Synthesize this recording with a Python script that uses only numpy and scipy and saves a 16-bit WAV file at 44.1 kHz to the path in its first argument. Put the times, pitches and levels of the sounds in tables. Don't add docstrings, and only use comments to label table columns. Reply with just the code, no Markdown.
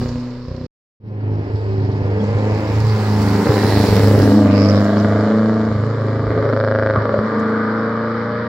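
import sys
import numpy as np
from scipy import signal
from scipy.fft import rfft, irfft, next_fast_len
from scipy.io import wavfile
from scipy.ndimage import uniform_filter1d

SR = 44100
rng = np.random.default_rng(int(sys.argv[2]) if len(sys.argv) > 2 else 0)


def volts_from_db(level):
    exponent = np.asarray(level, float) / 20
    return 10 ** exponent


def generate_wav(signal):
    frames = np.transpose(np.atleast_2d(signal))
    scaled = np.clip(frames, -1, 1) * 32767
    pcm = np.round(scaled).astype(np.int16)
    wavfile.write(sys.argv[1], SR, pcm)


N = 373956
T = np.arange(N) / SR

# start/s, end/s
CUT_S = (.667, 1.)
# start/s, end/s
ABREAST_S = (3.9, 4.5)
CYLINDERS_DB = [5, -10, -15.5, -7, 7.5, 6.5, -23.5, -2.5]
# t/s, level/dB, fullness of low orders/dB, road echo swing from first to second order/dB
FIRST_DRIVE = [(0, -27, 6, -0.5), (.16, -32, 6, -0.5), (.24, -33.5, 3.5, 1), (.43, -37.5, 3.5, -1.5),
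               (.5, -34.5, 0, 0), (.667, -33.5, 2.5, -4)]
SECOND_DRIVE = [(1.08, -40, 7.5, -3.5), (1.29, -29.5, 1.5, -9.5), (1.7, -29.5, 3, -7),
                (2.5, -23.5, 2.5, -3), (2.85, -26, 4, -9), (3.1, -24.5, 6.5, -2), (3.55, -18, 0.5, 0),
                (4.05, -17, 3, -3.5), (4.35, -13.5, -2, 1), (4.73, -16, 1, -1), (5.3, -19, 1.5, 5),
                (5.68, -22.5, 1.5, 2), (5.75, -24, 2.5, -4), (6.18, -23.5, -2, -5.5), (6.44, -20, -10, -10),
                (7.0, -20, -8, -6), (7.25, -21, -4, 6.5), (8.48, -26.5, -1.5, .5)]
# f/Hz, correlation/1
SAME = [(60, 0.99), (150, 0.97), (380, 0.94), (950, 0.8), (2380, 0.56), (5980, 0.2), (15000, -0.03)]


def smoothed(x, span):
    return uniform_filter1d(uniform_filter1d(x, span), span)


def evened(x, span=None):
    power = smoothed(x ** 2, span) if span else np.mean(x ** 2)
    return x / np.sqrt(abs(power) + 1e-20)


def read(points, hz):
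    f, value = np.transpose(points)
    return np.interp(np.log(hz + 1), np.log(f + 1), value)


def columns(*tables):
    s, *cols = np.transpose(np.concatenate(tables))
    return np.array([np.interp(T, s, c) for c in cols])


def bump(s, half_s):
    near = slice(max(round((s - 3 * half_s) * SR), 0), round((s + 3 * half_s) * SR))
    return near, np.exp(-((T[near] - s) / half_s) ** 2)


def likened(left, other, same):
    return np.array([left, same * left + np.sqrt(1 - same ** 2) * other])


def pair(frames, hz):
    a, b, c, d = rng.standard_normal((frames, len(hz), 4)).T
    same = np.clip(read(SAME, hz), -1, 1)[:, None]
    return likened(a + 1j * b, c + 1j * d, same)


def resonate(x, hz, width_hz):
    turn = np.exp(2j * np.pi * np.cumsum(hz) / SR)
    r = np.exp(-np.pi * width_hz / SR)
    return 2 * (turn * signal.lfilter([1 - r], [1, -r], x / turn)).real


def cranked():
    # t/s, f/Hz
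    first_rate = [(0, 119.7), (.15, 122), (.67, 124.4)]
    second_rate = [(1.0, 105.7), (1.3, 104.0), (2.15, 101.2), (2.35, 102.4), (2.65, 106.3), (2.95, 106.0),
                   (3.2, 104.0), (3.85, 103.6), (4.1, 102.2), (4.33, 103.9), (4.68, 100.8), (5.5, 109.2),
                   (5.9, 110.0), (6.1, 108.8), (6.85, 107.2), (7.0, 106.1), (7.45, 107.7), (8.48, 115.9)]
    # t/s, half length/s, added rate/Hz
    twitch = [(1.44, 0.061, 1), (2.221, 0.0493, 2.5), (2.43, 0.0608, 2.5), (2.876, 0.0696, 2),
              (3.303, 0.098, .5), (3.493, 0.02934, 8), (4.371, .04, 2.5), (4.483, 0.0387, -3.5),
              (5.385, .08, 1), (5.778, .06, -5), (5.923, .04, 1.5), (6.03, .04, -1.5), (7.268, .05, 4),
              (7.521, 0.062, 1.5), (7.722, 0.039, 0.5)]
    hz = columns(first_rate, second_rate)[0]
    for s, half_s, extra_hz in twitch:
        near, shape = bump(s, half_s)
        hz[near] += extra_hz * shape
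    return np.cumsum(hz) / SR


def firings():
    strong_firing_s = [.516, 6.676]
    turns = cranked()
    first, second = (turns[round(s * SR)] for s in strong_firing_s)
    count = np.floor(turns - np.where(T < CUT_S[0], first, second)).astype(int)
    at = np.flatnonzero(np.diff(count) == 1) + 1
    return at, count[at] % 4 + 4 * (T[at] > CUT_S[0])


def spells():
    # start/s, cylinder imbalance/1, misfire scatter/dB, share by way of bank and trees/1
    running = [(0, 1, 3.5, .55), (.215, .1, 1, .6), (.465, 1.4, 1, .62), (.8, .3, 3.8, .8),
               (2.78, .2, 2.2, .75), (3.43, .4, 5.5, .52), (4.3, .25, 1.6, .48), (4.8, .3, 1.2, .4),
               (5.68, .55, 1.4, .5), (6.3, .5, 5, .52), (6.45, .8, 3, .35), (6.54, 1.1, .5, .12),
               (6.95, .4, 2, .43), (7.23, .22, 1, .6)]
    change_s = .05
    s, *cols = np.transpose(running)
    held = np.array(cols)[:, np.searchsorted(s, T, "right") - 1]
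    return uniform_filter1d(held, round(change_s * SR))


def levels():
    # t/s, level/dB
    rasp = [(0, -10.5), (.4, -9.5), (.66, -15), (1.2, -11), (2.6, -7), (3, -4), (4, -8.5), (4.4, -15),
            (4.75, -12), (5.2, -9), (6.4, -8), (6.9, -4), (7.2, -6), (7.6, -2), (8.48, -2.5)]
    # t/s, half length/s, first order/dB, second order/dB
    beats = [(0.09, 0.039, -1.5, -10.5), (0.515, 0.04, 9, -4), (1.164, 0.077, -0.5, -1.5),
             (1.483, 0.071, -8, -2.5), (1.544, 0.023, 8.5, 6.5), (1.599, 0.064, -2.5, -12),
             (1.828, 0.054, 3, 0), (2.088, 0.078, 1, -3.5), (2.22, 0.041, -3.5, 9), (2.359, 0.018, 4, -38),
             (2.543, 0.026, 5, -7), (2.633, 0.093, -7, -1.5), (2.987, 0.022, -6.5, 4),
             (3.05, .03, -3.5, -6), (3.447, 0.051, -12, 1.5), (3.498, 0.012, 16, 9),
             (3.508, 0.033, -2.5, -26), (3.594, .03, -3, -5), (3.71, 0.041, -0.5, -11.5),
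             (3.865, 0.02, -12, -5), (3.972, 0.024, -4, 1.5), (4.01, 0.019, -2.5, -18),
             (4.207, 0.062, 1.5, -5.5), (4.367, 0.03, -3, 5.5), (4.896, 0.073, -6.5, -2),
             (5.174, 0.12, 3, -7), (5.31, 0.033, -13, -1), (5.778, 0.0053, -6.5, 9), (5.956, 0.051, -3, -8),
             (6.98, 0.011, 9, 15), (7.013, .015, 2.5, -8.5), (7.19, 0.0082, 13.5, -3.5),
             (7.308, 0.041, 0, -8)]
    pipe_yields_db, even_below_db = -12, 2.5
    level_db, full_db, swing_db = columns(FIRST_DRIVE, SECOND_DRIVE)
    low_db = level_db + full_db + np.array([-swing_db, swing_db])
    for s, half_s, *db in beats:
        near, shape = bump(s, half_s)
        low_db[:, near] += np.outer(db, shape)
    imbalance, scatter_db, _ = spells()
    even = np.clip(1 - scatter_db / even_below_db, 0, 1) * np.clip(1 - imbalance, 0, 1)
    even = even * (T > CUT_S[1])
    return *low_db, level_db + pipe_yields_db * even, level_db + columns(rasp)[0]


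def causal(points, modes):
    hz = abs(np.fft.fftfreq(8192, 1 / SR))
    gain_db = read(points, hz)
    for f, width, db in modes:
        gain_db = gain_db + db / (1 + (2 * (hz - f) / width) ** 2)
    log_gain = np.log(volts_from_db(np.maximum(gain_db, -100)))
    return np.fft.ifft(np.exp(np.conj(signal.hilbert(log_gain)))).real[:4096]


def colour(clicks):
    # f/Hz, density/dB
    first_view = [(29, -36.5), (50, -13), (128, -24), (207, -13.5), (218, -21), (242, -5.5), (324, -24),
                  (384, -19.5), (456, -21.5), (497, -13), (688, -33.5), (936, -26), (3000, -43),
                  (3900, -75), (6600, -120)]
    front_view = [(15, -57.5), (40, -18.5), (85, 3), (170, -2), (250, -3.5), (600, -15.5), (1080, -30.5),
                  (3200, -44.5), (4200, -78.5), (7000, -120)]
    rear_view = [(15, -56), (40, -32.5), (96, -8), (160, -4.5), (212, 12), (300, -5.5), (640, -7),
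                 (800, -14), (1600, -18.5), (2300, -28), (3300, -40.5), (5000, -42.5), (6200, -81),
                 (9000, -120)]
    # f/Hz, width/Hz, gain/dB
    front_modes = [(440, 29, 7), (333, 140, -0.5), (892, 110, 5.5), (1900, 2600, 10.5), (161, 28, -10),
                   (74.4, 80, -6.5)]
    rear_modes = [(73, 19, -8), (158, 52, -10.5), (270, 25, -1), (398, 37, 1.5), (600, 73, 0.5),
                  (746, 39, -11), (1090, 270, -4), (1164, 120, 7.5), (2714, 292, -30.5)]
    views = (first_view, []), (front_view, front_modes), (rear_view, rear_modes)
    first, front, rear = (evened(signal.oaconvolve(clicks, causal(*v))[:N]) for v in views)
    behind = np.interp(T, ABREAST_S, [0, 1])
    return np.where(T < CUT_S[0] + .1, first, (1 - behind) * front + behind * rear)


def band(x, order):
    band_edges_hz = [165, 250, 750]
    size = next_fast_len(N + SR // 2)
    octave = np.log2(np.fft.rfftfreq(size, 1 / SR) + 1)
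    slopes = [1 / (1 + np.exp(-(octave - np.log2(e)) * 25)) for e in band_edges_hz]
    above = [1] + slopes + [0]
    return irfft(rfft(x, size) * (above[order] - above[order + 1]), size)[:N]


def road_echo(direct):
    # t/s, f/Hz
    ground = [(1, 340), (1.9, 397), (2, 487), (2.7, 500), (3.4, 406), (4.12, 488), (4.24, 286), (4.55, 295),
              (4.65, 698), (5.66, 687), (5.7, 444), (6.2, 457), (6.9, 523), (7.15, 552), (7.3, 442),
              (8.48, 493)]
    # t/s, f/Hz, depth/1
    ground_dip = [(1, 340, 0.2), (1.9, 330, 0.2), (2.2, 373, 0.7), (2.9, 382, 0), (4.2, 370, 0.4),
                  (4.4, 373, 0.7), (5.65, 373, 0.9), (5.8, 345, 0), (6.4, 331, 0.3), (6.55, 315, .85),
                  (6.93, 313, 0.4), (7, 328, 0), (7.2, 360, 0), (7.28, 380, 0.7), (8.48, 394, 0.7)]
    second_car = T > CUT_S[0]
    direct = direct + 0.85 * resonate(direct, columns(ground)[0], 100) * second_car
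    hz, depth = columns(ground_dip)
    return direct - depth.clip(0, 1) * resonate(direct, hz, width_hz=65) * second_car


def bank_echo(direct):
    # t/s, f/Hz, gain/1
    bank = [(0, 994, 0.063), (1, 963, 0.057), (2.2, 890, 0.12), (3.4, 1370, 0.66), (3.6, 1900, 0.34),
            (4.1, 2110, 0.15), (4.3, 980, 0.46), (4.55, 1010, 0.78), (4.75, 1540, 0.23), (5.6, 1300, 0.52),
            (6.3, 1160, 0.58), (6.55, 1450, 1), (6.93, 1560, 3.2), (6.97, 1190, 1.2), (7.3, 1340, 1.2),
            (7.5, 1430, 3.3), (8.1, 1320, 1), (8.48, 1600, .6)]
    hz, gain = columns(bank)
    return direct + gain * resonate(direct, hz, width_hz=380)


def tree_echoes():
    # f/Hz, t60/s
    trees = [(100, 0.58), (500, 0.57), (2500, 1)]
    hz, t = np.fft.rfftfreq(512, 1 / SR), np.arange(110) * 128 / SR
    decay = volts_from_db(-60 * t / read(trees, hz)[:, None])
    return signal.istft(pair(len(t), hz) * decay, nperseg=512, noverlap=384)[1]


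def exhaust(at, cylinder):
    branch_delay = [-4.5, -2.5, 21.5, -12, 0.5, -4, 51, -30.5]
    # t/s, peak/dB
    pops = [(0.015, -19), (0.114, -28), (1.536, -24), (3.471, -11), (3.634, -11), (4.32, -10), (4.97, -10),
            (5.047, -9), (5.946, -19), (6.084, -14), (6.305, -18), (6.377, -10), (6.426, -11), (6.534, -12),
            (6.96, -6), (7.055, -6), (7.093, -6), (7.142, -11), (7.19, -8)]
    band_feel = [0.58, 0.58, 0.98, .9]
    band_smear = [.25, 0.302, 0.848, 1.251]
    pop_feel = [.12, .25, 1, 1.2]
    crack_jitter = 9
    imbalance, scatter_db, smear = spells()
    chance = rng.standard_normal((len(at), 3)).T
    strength_db = imbalance[at] * np.take(CYLINDERS_DB, cylinder) + scatter_db[at] * chance[0]
    slip = np.take(branch_delay, cylinder) + 4.5 * scatter_db[at] * chance[1]
    pop_s, pop_db = np.transpose(pops)
    pop_at = np.round(pop_s * SR).astype(int)
    tails = [tree_echoes(), tree_echoes()]
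    drift = [np.cos(np.pi * (3.3 * T + k / 2)) for k in range(2)]
    out = np.zeros((2, N))
    for k, level_db in enumerate(levels()):
        clicks, feel = np.zeros(N), band_feel[k]
        shift = feel * slip
        if k == 3:
            shift = shift + crack_jitter * smear[at] * chance[2]
        fired_at = np.clip(at + np.round(shift).astype(int), 0, N - 1)
        np.add.at(clicks, fired_at, volts_from_db(feel * strength_db))
        clicks[pop_at] += pop_feel[k] * volts_from_db(pop_db + 22.5)
        direct = band(colour(clicks), order=k)
        if k == 2:
            direct = road_echo(direct)
        if k == 3:
            direct = bank_echo(direct)
        direct = evened(direct, span=2600)
        wet = np.zeros((2, N))
        for weight, tail in zip(drift, tails):
            wet += signal.oaconvolve((direct * weight)[None], tail, axes=1)[:, :N]
        share = np.clip(band_smear[k] * smear, 0, 1)
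        mix = np.sqrt(1 - share) * direct + np.sqrt(share) * evened(wet, span=2600)
        out += volts_from_db(level_db) * evened(mix, span=2600)
    return out


def drone():
    # start/s, end/s, multiple of firing rate/1, level against pipe/dB
    orders = [(.1, .5, 4, -6), (0, .47, 5, -15), (1.1, 1.6, 2.5, -10), (1.6, 1.95, 2.75, -8),
              (1.15, 1.55, 3.75, -8), (1.62, 2.18, 3.75, -5), (1.9, 2.3, 4.25, -4), (2.4, 2.75, 4.25, -7),
              (2.3, 2.7, 5, -13), (2.25, 2.75, 3, -13), (3.85, 4.68, 2.75, -6.5), (3.2, 3.9, 2.75, -15),
              (3.15, 3.75, 3.75, -10), (2.9, 3.3, 4, -13), (4.6, 5.15, 2.75, -9), (4.3, 5.7, 2.25, -13),
              (4.3, 5.75, 3, -11), (4.35, 5.3, 6, -14), (4.65, 5.72, 6.25, -13), (4.55, 5.35, 6.5, -16),
              (4.65, 5.5, 5.25, -15), (4.85, 5.72, 4, -11), (4.9, 5.72, 4.5, -14), (5.08, 5.74, 4.25, -8),
              (4.25, 4.9, 4.75, -15), (5.1, 6.3, 2.75, -12), (5.7, 6.3, 1.25, -6.5), (5.7, 6.3, 2.5, -11),
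              (5.85, 6.95, 2.25, -13), (5.8, 6.45, 4, -11), (5.9, 6.5, 3.5, -12), (5.8, 6.4, 5, -11),
              (6.33, 6.97, 5, -5), (6.3, 7.1, 3.75, -7), (6.3, 7.2, 5.25, -14), (6.6, 7.3, 5.5, -13),
              (7.22, 8.6, 1.25, -17.5), (7.25, 8.6, 2.25, -12), (7.45, 8.6, 2.5, -14),
              (7.25, 8.2, 2.75, -10), (7.4, 8.6, 3, -11), (6.97, 8.6, 4, -8), (7.28, 8.6, 4.25, -6),
              (7, 8.3, 4.5, -13), (7.9, 8.6, 4.75, -15), (7.2, 7.75, 5, -14), (7.82, 8.6, 5.25, -8),
              (7.3, 7.9, 5.5, -16), (7.45, 7.95, 6.25, -15), (7.25, 8.6, 11, -13.5)]
    fade_s, waver_db, wobble_rad = 0.063, 2, .3
    turns = cranked()
    wavers = evened(uniform_filter1d(rng.standard_normal((len(orders), 140)), 8))
    out = np.zeros(N)
    for (start, end, multiple, db), waver in zip(orders, wavers):
        on = slice(round(start * SR), round(end * SR))
        fade = np.clip(np.minimum(T[on] - start, end - T[on]) / fade_s, 0, 1)
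        w = np.interp(T[on] - start, np.arange(len(waver)) * 512 / SR, waver)
        quarter = np.round(4 * multiple) / 4
        phase = 2 * np.pi * quarter * turns[on] + waver[0] + wobble_rad * w[::-1]
        out[on] += fade * volts_from_db(db + waver_db * w) * np.sin(phase)
    return volts_from_db(columns(FIRST_DRIVE, SECOND_DRIVE)[0] + 2.5) * out


def ticks():
    # t/s, peak/dB, f/Hz, bandwidth/Hz, t60/s
    bursts = [(.085, -36, 5200, 3000, .08), (2.198, -36, 3300, 250, .12), (7.392, -42, 6300, 5000, .06),
              (7.392, -54, 11500, 6000, .03), (7.496, -44, 6300, 4000, .02), (6.375, -18, 540, 200, .2),
              (6.525, -19, 250, 90, .2), (6.435, -13, 520, 200, .2), (6.952, -15, 1200, 300, .18),
              (3.468, -19, 1200, 250, .12), (3.47, -12, 420, 200, .3), (7.135, -13, 560, 200, .25),
              (1.44, -26, 55, 40, .25), (3.46, -15, 145, 60, .25), (3.71, -17, 70, 50, .25),
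              (3.88, -15, 70, 50, .2), (3.97, -18, 150, 70, .35), (4.03, -17, 65, 50, .25),
              (4.19, -14, 70, 50, .25), (5.68, -26, 62, 40, .2), (6.25, -22, 60, 40, .3),
              (6.36, -25, 170, 70, .3), (7.1, -22, 60, 40, .3)]
    out, t = np.zeros((2, N)), np.arange(9000) / SR
    for s, peak_db, hz, width_hz, t60_s in bursts:
        noise = evened(smoothed(rng.standard_normal((2, len(t))), int(SR / width_hz)))
        noise = likened(*noise, read(SAME, hz))
        attack = np.minimum(t / max(0.0029, 1 / hz), 1) ** 2
        burst = volts_from_db(peak_db - 60 * t / t60_s) * noise * np.sin(2 * np.pi * hz * t) * attack
        out[:, round(s * SR):][:, :len(t)] += burst
    return signal.sosfilt(signal.butter(2, 45, "high", fs=SR, output="sos"), out)


def placed(x):
    # t/s, left lag/samples, left-right/dB
    side_on = [(0, 1, 0), (.67, 0, 0), (1, 10, 0), (1.7, 11, -.2), (3.2, 3, -.3), (4.2, -3, 0), (4.7, 3, 0),
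               (5.2, 0, 0), (8.48, 0, .6)]
    lag, pan_db = columns(side_on)
    left = np.interp(np.arange(N) - lag, np.arange(N), x[0])
    return np.array([left, x[1]]) * volts_from_db([pan_db / 2, -pan_db / 2])


def tyre_and_bay_hiss(at, cylinder):
    # t/s, level/dB
    first_near = [(0, -56), (.024, -53.5), (.474, -71), (.667, -72)]
    second_near = [(1.05, -102), (1.3, -85), (1.4, -80), (2.14, -66), (2.23, -60.5), (3.24, -43.5),
                   (3.48, -43), (3.56, -41), (3.88, -38), (4.31, -42.5), (4.5, -51.5), (4.8, -51),
                   (5.48, -59.5), (6, -63.5), (6.6, -68), (7, -71), (7.14, -66), (8.48, -75)]
    # nearness/dB, hiss/dB
    roar = [(-99, -71), (-82, -62), (-76.5, -56), (-63.5, -54), (-41.5, -40), (-35, -33.5)]
    # f/Hz, density/dB
    hiss_front = [(1560, -13.5), (2650, -7.5), (3330, -0.5), (4570, 4.5), (5420, 2), (6400, -16),
                  (8320, -45), (14100, -120)]
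    hiss_rear = [(1560, -36.5), (2650, -4.5), (3000, 3), (3210, -2.5), (4230, 1), (5110, -2.5),
                 (5460, -0.5), (5900, -19), (6400, -30.5), (8320, -47.5), (14100, -120)]
    fizz_near = [(3410, -26.5), (5800, 3), (6430, -13), (7190, -2.5), (10400, -1.5), (15100, -2),
                 (15700, 3.5), (16200, -30.5)]
    fizz_far = [(3650, -27.5), (6200, -12), (7220, -10.5), (8870, -26.5), (10500, -32), (12400, -33.5),
                (15100, -30.5), (16200, -31)]
    # far/dB, near/dB
    fizz_turn_db = (-59.5, -32)
    hz, frames = np.fft.rfftfreq(512, 1 / SR), N // 128 + 5
    frame_at = np.arange(frames) * 128
    fizz_db = columns(first_near, second_near)[0, np.minimum(frame_at, N - 1)]
    hiss_db = np.interp(fizz_db, *np.transpose(roar))
    near = np.interp(fizz_db, fizz_turn_db, [0, 1])
    behind = np.interp(frame_at / SR, ABREAST_S, [0, 1])
    curves = fizz_near, fizz_far, hiss_front, hiss_rear
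    near_gain, far_gain, front, rear = (evened(volts_from_db(read(c, hz)))[:, None] for c in curves)
    body = (1 - behind) * front + behind * rear
    fizz = near * near_gain + (1 - near) * far_gain
    shape = np.hypot(body * volts_from_db(hiss_db), fizz * volts_from_db(fizz_db))
    grain = rng.standard_normal((frames, len(hz)))
    patches = evened(uniform_filter1d(uniform_filter1d(grain, 16, 0), 8, 1)).T
    spectra = pair(frames, hz) * shape * volts_from_db(1.4 * patches)
    noise = signal.istft(spectra, nperseg=512, noverlap=384)[1][:, :N]
    clicks = np.zeros(N)
    clicks[at] = rng.exponential(1, len(at))
    throb = 1 + 0.39 * signal.lfilter([1], [1, -.99], clicks)
    clicks[at] = spells()[0, at].clip(0, 1) ** 4 * volts_from_db(np.take(CYLINDERS_DB, cylinder))
    spit = 3.5 * signal.lfilter([1], [1, -.975], clicks)
    lowpass = signal.butter(8, 5200, fs=SR, output="sos")
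    dull = signal.sosfilt(lowpass, noise * spit * (T > CUT_S[1]))
    return volts_from_db(-21.0) * (noise * uniform_filter1d(throb, 40) + dull)


def heat_shield_rattle(at):
    # start/s, length/s, level/dB, mode f/Hz, place of the peak/1
    bouts = [
        (4.427, 0.39, -37.5, 2300, 0.3),
        (4.502, 0.2, -37, 5170, 0.7),
        (4.677, 0.053, -34.5, 5330, 0.2),
        (4.723, 0.11, -41.5, 5180, 0.2),
        (4.724, 0.082, -43, 3890, 0.6),
        (4.965, 0.067, -47, 5330, 0.4),
        (3.48, 0.54, -40.5, 4200, 0.5),
        (2.2, 0.98, -47.5, 2300, 0.4),
        (1.324, 0.61, -73, 7440, 0.5),
        (2.505, 0.67, -65.5, 15000, 0.4),
    ]
    edge_db, sag = -12, .14
    clicks, out = np.zeros(N), np.zeros((2, N))
    clicks[at] = volts_from_db(1.5 * rng.standard_normal(len(at)))
    swell = .25 + signal.oaconvolve(clicks, signal.windows.hann(330) ** 2)[90:N + 90]
    wobble = 1.7 * evened(smoothed(rng.standard_normal((2, N)), 60))
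    for start, length, db, hz, peak in bouts:
        bout = slice(round(start * SR), round((start + length) * SR))
        weak = np.interp(T[bout] - start, [0, peak * length, length], [1, 0, 1]) ** 2
        phase = 2 * np.pi * np.cumsum(hz * (1 - sag * weak)) / SR
        out[:, bout] += volts_from_db(db + edge_db * weak) * np.cos(phase + wobble[:, bout])
    return volts_from_db(10.5) * swell * out


def wind_and_self_noise():
    wind_db, wind_hz, self_noise_db, self_noise_hz = -61, 45, -76.5, 11000
    low, high = rng.standard_normal((2, 2, N))
    wind = signal.sosfilt(signal.butter(3, wind_hz, fs=SR, output="sos"), low[0] + .2 * low)
    self_noise = signal.sosfilt(signal.butter(6, self_noise_hz, "high", fs=SR, output="sos"), high)
    return volts_from_db(wind_db) * evened(wind) + volts_from_db(self_noise_db) * evened(self_noise)


def scene():
    at, cylinder = firings()
    car = placed(exhaust(at, cylinder) + drone() + ticks())
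    return car + tyre_and_bay_hiss(at, cylinder) + heat_shield_rattle(at) + wind_and_self_noise()


def top_cut(x):
    return signal.sosfilt(signal.butter(12, 16830, fs=SR, output="sos"), x)


def record(dry):
    # f/Hz, left-right/dB
    lean = [(60, -1.0), (92, -1.0), (140, -1.0), (210, 0.0), (330, 0.5), (500, 0.0), (770, 1.0),
            (1170, 1.0), (1790, -1.0), (2740, -2.0), (4190, -11.0), (6410, -7.0), (9810, 3.5), (15000, 0.0)]
    edge_hz, fade_in_s, fade_in_db = 15900, 0.072, -18.5
    size = next_fast_len(N + SR // 2)
    hz = np.fft.rfftfreq(size, 1 / SR)
    lean_db = read(lean, hz)
    gain = (hz < edge_hz) * volts_from_db([lean_db / 2, -lean_db / 2])
    ports = irfft(rfft(dry, size) * gain, size)[:, :N]
    limited = ports / (1 + abs(ports / .97) ** 4) ** .25
    sounding_s = np.minimum(np.maximum(CUT_S[0] - T, T - CUT_S[1]), T[-1] - T)
    gate = np.clip(sounding_s / .004, 0, 1)
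    gate = gate * volts_from_db(fade_in_db * np.clip(1 - abs(T - CUT_S[1]) / fade_in_s, 0, 1))
    settling = volts_from_db(-81.0 - 380 * np.maximum(T - CUT_S[0], 0))
    silent = abs(T - sum(CUT_S) / 2) < (CUT_S[1] - CUT_S[0]) / 2
    return top_cut(gate * limited + silent * settling)


dry = scene()
out = record(dry)
generate_wav(out)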